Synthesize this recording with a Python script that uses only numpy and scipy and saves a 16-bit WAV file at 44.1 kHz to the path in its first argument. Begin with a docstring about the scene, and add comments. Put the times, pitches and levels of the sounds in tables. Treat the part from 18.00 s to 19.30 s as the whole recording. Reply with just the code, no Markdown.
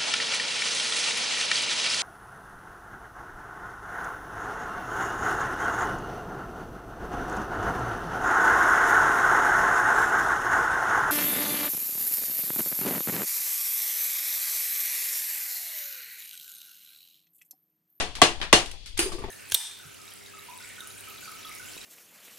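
"""A smith hammers hot iron on a small block anvil, close enough to overload the recorder.
Each blow sums a noise crack, a falling thud, decaying block and anvil partials, and room reflections.
Light clicks are short noise; the hammer put down clanks as partials, grit grains and a hollow note.
Knocks of tools as he gets up are noise bumps with a woody note.
Shaped noise gives the faint hiss with two thin bands and the low rumble of air."""
import sys
import numpy as np
from scipy import signal
from scipy.fft import rfft, irfft
from scipy.io import wavfile

SR = 44100
rng = np.random.default_rng(int(sys.argv[2]) if len(sys.argv) > 2 else 0)


def waveform_to_disk(signal):
    """Save audio, clipped to [-1, 1], as 16-bit WAV at the path in sys.argv[1]."""
    frames = np.transpose(np.atleast_2d(signal))
    scaled = np.clip(frames, -1, 1) * 32767
    samples = np.round(scaled).astype(np.int16)
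    wavfile.write(sys.argv[1], SR, samples)


N = 57330
T = np.arange(SR * 3 // 5) / SR  # time axis of one event, s
CLICK_RISE_S, ECHO_RISE_S = 0.00014, 0.0036

# left-right likeness of the sound field: f/Hz, correlation
LIKENESS = [(30, 0.58), (120, 0.68), (350, 0.98), (700, .7), (1400, 0.084), (3000, 0), (15000, 0.022)]


def amp(db):
    """Decibels to gain."""
    return 10 ** (np.asarray(db) / 20)


def read(points, hz):
    """A table's value along a log-frequency axis."""
    f, value = np.transpose(points)
    return np.interp(np.log(hz + 1), np.log(f), value)


def add(mix, s, sound):
    """Mixes a sound in at time s; a negative time leaves only its remainder."""
    at = round(s * SR)
    sound = sound[..., max(-at, 0):]
    part = mix[:, max(at, 0):][:, :sound.shape[-1]]
    part += sound[..., :part.shape[1]]


def pan(db):
    """Left and right gains for a left-right level difference."""
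    return amp(np.array([[.5], [-.5]]) * db)


def strike(rise_s, t60):
    """Envelope with a quick rise and an exponential decay, 60 dB in t60 seconds."""
    return (1 - np.exp(-T / rise_s)) * np.exp(-np.log(1000) * T / t60)


def noise(spectrum, size, tilt_db=0):
    """Stereo noise of unit RMS, coloured and partly correlated; tilt in dB per octave above 500 Hz."""
    # level difference: f/Hz, left-right/dB
    balance = [(30, 21), (120, 1.5), (400, 4.5), (700, 2), (1300, 0.5), (2400, 5.5), (4400, 6.5),
               (7000, 3.5), (9500, -12.5), (12000, 2.5), (15000, -3.5)]
    hz = np.fft.rfftfreq(size, 1 / SR)
    a, b = rfft(rng.standard_normal((2, size)))
    same = np.clip(read(LIKENESS, hz), -1, 1)
    z = np.array([a, same * a + np.sqrt(1 - same ** 2) * b]) * pan(read(balance, hz))
    colour_db = read(spectrum, hz) + tilt_db * np.log2(np.maximum(hz, 500) / 500)
    x = irfft(z * amp(colour_db), size)
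    return x / np.sqrt(np.mean(x ** 2))


def room(spectrum, rise_s, tilt_db=0):
    """Dense reflections that die away band by band, leaving a faint slower tail."""
    # decay of the room: f/Hz, t60/s
    decay = [(100, 0.32), (400, 0.23), (1000, 0.25), (2800, 0.23), (7000, 0.21), (15000, 0.23)]
    late_db, late_t60 = -24, .5
    hz, t, z = signal.stft(noise(spectrum, len(T), tilt_db), SR, nperseg=256)
    early = np.exp(-np.log(1000) * t / read(decay, hz)[:, None])
    late = amp(late_db) * np.exp(-np.log(1000) * t / late_t60)
    tail = signal.istft(z * (early + late), SR, nperseg=256)[1][:, :len(T)]
    return tail * (1 - np.exp(-T / rise_s))


def mode(hz, rise_s, t60, spread=1):
    """One dying partial; the higher it is, the more reflections make it waver and the right channel lag."""
    waver_depth, waver_per_s = 0.72, 70
    phase = rng.uniform(0, 2 * np.pi)
    lag = spread * np.arccos(np.clip(read(LIKENESS, hz), -1, 1))
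    steps = rng.standard_normal((2, 200)) + 1j * rng.standard_normal((2, 200))
    waver = np.array([np.interp(T * waver_per_s, np.arange(len(row)), row) for row in steps])
    depth = waver_depth * spread * hz / (hz + 1000)
    carrier = np.exp(1j * (2 * np.pi * hz * T + phase - np.array([[0], [lag]])))
    tone = (1 + depth * waver) / np.sqrt(1 + depth ** 2) * carrier
    return strike(rise_s, t60) * tone.imag


def blow(level_db, thud_db, tilt_db, body_db, sizzle_db):
    """Crack, thud, the knock of the block, a ring damped by the soft iron, and the room's answer."""
    # crack of the contact: f/Hz, level/dB per Hz
    crack_colour = [(100, 0), (500, -10), (1000, -5), (2000, -4.5), (3000, -0.5), (4500, -12.5),
                    (7500, -11), (10000, -18.5), (15000, -30)]
    # short knock of the anvil block: f/Hz, level/dB, t60/s
    block = [(677, -1.5, 0.04), (737.3, -2, 0.051), (810, -8, .03), (1048, -2, .03), (1145, -1.5, 0.041),
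             (2025, -2.5, .04), (3320, -3.5, 0.027)]
    # ring of anvil and iron: f/Hz, level/dB, t60/s
    anvil = [(148.2, -12, .3), (342.5, -0.5, 0.23), (435.2, -4.5, 0.24), (725, -6.5, 0.31), (792, -7, .19),
             (1171, -9.5, 0.24), (1958, -4, 0.26), (2630, -21, 0.2), (2810, 0, 0.21), (2850, -7.5, 0.15),
             (3760, -19, .2), (4310, -3, 0.25), (6640, -12, .15), (9100, -16.5, .22)]
    # the room's answer: f/Hz, level/dB per Hz
    echo_colour = [(50, -12), (130, -14), (300, -4), (520, -3), (720, 1.5), (900, -3.5), (1120, -3),
                   (1330, -7.5), (1700, -3.5), (2000, -6.5), (2300, -4), (3000, -1), (4200, -6), (6800, -8),
                   (9500, -13.5), (11000, -26), (15000, -38.5)]
    crack_db, block_db, thud_base_db, ring_db, echo_db = -1, -1.5, -8.5, -18.5, -8.5
    contact_low_hz = 460  # the contact itself radiates little below this
    sizzle_hz = 10000  # the top-treble change is full from here up

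    crack = amp(crack_db) * noise(crack_colour, len(T)) * strike(rise_s=0.00032, t60=0.031)
    body = sum(amp(db) * mode(hz, 0.0014, t60, spread=0.41) for hz, db, t60 in block)
    high_pass = signal.butter(2, contact_low_hz, "high", fs=SR, output="sos")
    contact = signal.sosfilt(high_pass, crack + amp(block_db + body_db) * body)
    push = amp(thud_base_db + thud_db) * thud()
    ring = sum(amp(db + tilt_db * np.log2(hz / 1500)) * mode(hz, 0.001, t60) for hz, db, t60 in anvil)
    ring = amp(ring_db) * pan(1.5) * ring
    bright = [(hz, db + sizzle_db * min(hz / sizzle_hz, 1) ** 2) for hz, db in echo_colour]
    echo = amp(echo_db) * room(bright, ECHO_RISE_S)
    return amp(level_db) * (contact + push + ring + echo)


def thud():
    """A short heavy push whose pitch drops as it passes through the anvil's bed."""
    top_hz, end_hz, fall_s, peak_s = 1482, 70, 0.00482, 0.0056
    hz = end_hz + (top_hz - end_hz) * np.exp(-T / fall_s)
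    u = T / peak_s
    cycles = np.cumsum(hz) / SR + rng.random()
    return (u * np.exp(1 - u)) ** 2 * np.sin(2 * np.pi * cycles)


def set_down(clank_db, note_db, note_hz):
    """The steel head clanks, grinds on grit and rings; what it lands on gives a blurred hollow note."""
    # partials of the head: f/Hz, level/dB, t60/s, left-right/dB
    head_modes = [(2550, -3, 0.15, -6), (4610, -24, 0.44, -1), (4920, -19.5, 1, 11), (4900, 4, 0.14, 4),
                  (5210, -23.5, 1, 0), (6150, -6, 0.25, 5), (6900, -22.5, 1, -2), (7980, -18, .25, 2),
                  (8409, -6.5, 0.31, 3), (8930, -18, 0.3, 0), (9380, -3.5, 0.27, -17.5),
                  (9000, -24, 0.2, -12), (10200, -22, 0.098, -9)]
    # clank and grit: f/Hz, level/dB per Hz
    clank_colour = [(100, -8), (350, -9), (700, -2), (1400, -0.5), (2800, 3), (5500, -4.5), (8000, -1),
                    (10300, -0.5), (12000, -12), (15000, -18)]
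    # blur of the note: multiple of note_hz, level/dB per Hz
    note_band = [(.4, -37), (.78, -15), (1, 3), (1.2, -3), (1.45, -14.5), (3, -44)]
    head_db, grit_db, clank_room_db, blur_db = -28, -22, -22.5, -9
    clank_rise_s, note_rise_s, note_t60 = 0.0015, 0.0023, 0.096
    grit_per_s, grit_t60, grain_t60 = 1400, 0.14, 0.0055

    head = sum(amp(db) * pan(side_db) * mode(hz, clank_rise_s, t60) for hz, db, t60, side_db in head_modes)
    grains = rng.standard_normal(len(T)) * (rng.random(len(T)) < grit_per_s / SR)
    crackle = signal.fftconvolve(grains, strike(CLICK_RISE_S, grain_t60))[:len(T)]
    grit = crackle * noise(clank_colour, len(T)) * strike(clank_rise_s, grit_t60)
    echo = room(clank_colour, clank_rise_s)
    clank = amp(head_db) * head + amp(grit_db) * grit + amp(clank_room_db) * echo
    blur = amp(blur_db) * room([(k * note_hz, db) for k, db in note_band], note_rise_s)
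    note = mode(note_hz, note_rise_s, note_t60) + blur
    return amp(clank_db) * clank + amp(note_db) * note


def click(level_db, tilt_db, room_db, focus_hz):
    """A light touch of metal on metal, slightly lifted around one pitch, with its echo."""
    # colour of the touch: f/Hz, level/dB per Hz
    click_colour = [(150, -10), (600, -7), (1500, 1.5), (3000, 3), (4500, 0), (7000, -8.5), (10000, -13.5),
                    (15000, -36)]
    focus_db, focus_octaves = 0.5, .5
    hz = np.geomspace(100, 16000, 40)
    lift_db = focus_db * np.exp(-(np.log2(hz / focus_hz) / focus_octaves) ** 2)
    colour = np.c_[hz, read(click_colour, hz) + lift_db]
    touch = noise(colour, len(T), tilt_db) * strike(CLICK_RISE_S, t60=0.031)
    return amp(level_db) * (touch + amp(room_db) * room(colour, ECHO_RISE_S, tilt_db))


def knock(level_db, note_hz):
    """A dull bump with a short woody note and its echo."""
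    # colour of the bump: f/Hz, level/dB per Hz
    knock_colour = [(60, 6), (160, 0), (280, 0.5), (450, -5.5), (650, 0.5), (950, 0.5), (1450, -10),
                    (1950, -6), (2800, -13), (10000, -34)]
    rise_s, bump_t60, note_t60, note_db, room_db = 0.00041, 0.058, .11, -4.5, -5.5
    bump = noise(knock_colour, len(T)) * strike(rise_s, bump_t60)
    note = amp(note_db) * mode(note_hz, rise_s, note_t60)
    echo = amp(room_db) * room(knock_colour, ECHO_RISE_S)
    return amp(level_db) * (bump + note + echo)


def thin_band(hz, width_hz):
    """Noise confined to a narrow peak, 10 dB down one width to either side."""
    peak = [(hz - 3 * width_hz, -70), (hz - width_hz, -10), (hz, 0),
            (hz + width_hz, -10), (hz + 3 * width_hz, -70)]
    return noise(peak, N)


def background():
    """Faint hiss with two thin bands standing out of it, over a low rumble that swells and sinks."""
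    # hiss: f/Hz, level/dB per Hz
    hiss_colour = [(80, 18), (200, 0.5), (500, -3.5), (1400, -13), (2500, 4), (4500, 3), (6500, -4.5),
                   (9500, -15), (12000, -24), (15000, -41.5)]
    # thin bands in the hiss: f/Hz, width/Hz, level/dB
    whine = [(3410, 100, -60.5), (4480, 160, -61)]
    # rumble of air: f/Hz, level/dB per Hz
    rumble_colour = [(5, -5), (25, -5.5), (40, -10), (65, -12.5), (100, -19), (200, -38.5), (1000, -80.5)]
    # rumble's rise and fall: t/s, level/dB
    rumble_swell = [(0, -1), (0.25, -5), (0.39, 1.5), (0.549, -1.5), (0.798, -5.5), (0.9, -1.5),
                    (1.1, -1.5), (1.3, -0.5)]
    hiss_db, rumble_db = -48.5, -37
    bands = sum(amp(db) * thin_band(hz, width_hz) for hz, width_hz, db in whine)
    swell_db = np.interp(np.arange(N) / SR, *np.transpose(rumble_swell))
    rumble = amp(rumble_db + swell_db) * noise(rumble_colour, N)
    return amp(hiss_db) * noise(hiss_colour, N) + rumble + bands


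def scene():
    """All the strikes over the workshop's background."""
    # hammer blows, the first already dying away:
    # t/s, level/dB, thud/dB, ring tilt/dB per octave, block/dB, top treble/dB
    blows = [(-0.07, 3, -10, 0.5, -7, -3.5), (0.2168, -1.5, -3, 0.5, 1.5, -3.5),
             (0.5277, -0.5, -2.5, 0, -6.5, 0.5)]
    # hammer put down and rocking to rest: t/s, clank/dB, hollow note/dB, note f/Hz
    set_downs = [(0.9894, 1, -21.5, 336.6), (1.024, -9, -26.5, 391), (1.057, -16, -24.5, 370),
                 (1.134, -40, -28, 353.8), (1.186, -26.5, -33, 378), (1.238, -43, -35, 384.5),
                 (1.284, -46, -32.5, 396)]
    # light clicks of iron, tongs and hammer: t/s, level/dB, tilt/dB per octave, room/dB, focus f/Hz
    clicks = [(0.1528, -28.5, 3, -7, 3900), (0.167, -37, -3.5, -8, 4000), (0.401, -44, 2, -12, 900),
              (0.4147, -22.5, -2.5, -6, 1300), (0.428, -26.5, -3, -7, 2700), (0.66, -34, 5, -8, 5000),
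              (0.7137, -34.5, 6, -12.5, 8500), (0.860, -37, 5, -3.5, 4000),
              (0.9717, -36.5, -0.5, 2.5, 9000), (0.976, -24, 9.5, -10, 9140),
              (1.1192, -37.5, 5.5, -0.5, 9700)]
    # dull knocks and shuffles, most as he rises: t/s, level/dB, note f/Hz
    knocks = [(0.186, -37.5, 910), (0.4021, -38.5, 794), (0.735, -44.5, 788), (1.092, -43, 863),
              (1.1188, -32, 1143), (1.183, -38.5, 1172), (1.219, -37.5, 1164), (1.2387, -31.5, 875),
              (1.283, -39, 677)]
    mix = background()
    for source, table in ((blow, blows), (set_down, set_downs), (click, clicks), (knock, knocks)):
        for s, *row in table:
            add(mix, s, source(*row))
    return mix


def record(dry):
    """The loudest peaks overload the recorder, a soft-kneed ceiling; then the band limit."""
    ceiling, knee, edge_hz = 1.0, 6, 15700
    clipped = dry / (1 + abs(dry / ceiling) ** knee) ** (1 / knee)
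    low_pass = signal.firwin(511, edge_hz, window=("kaiser", 9), fs=SR)
    return signal.oaconvolve(clipped, low_pass[None], "same")


dry = scene()
out = record(dry)
waveform_to_disk(out)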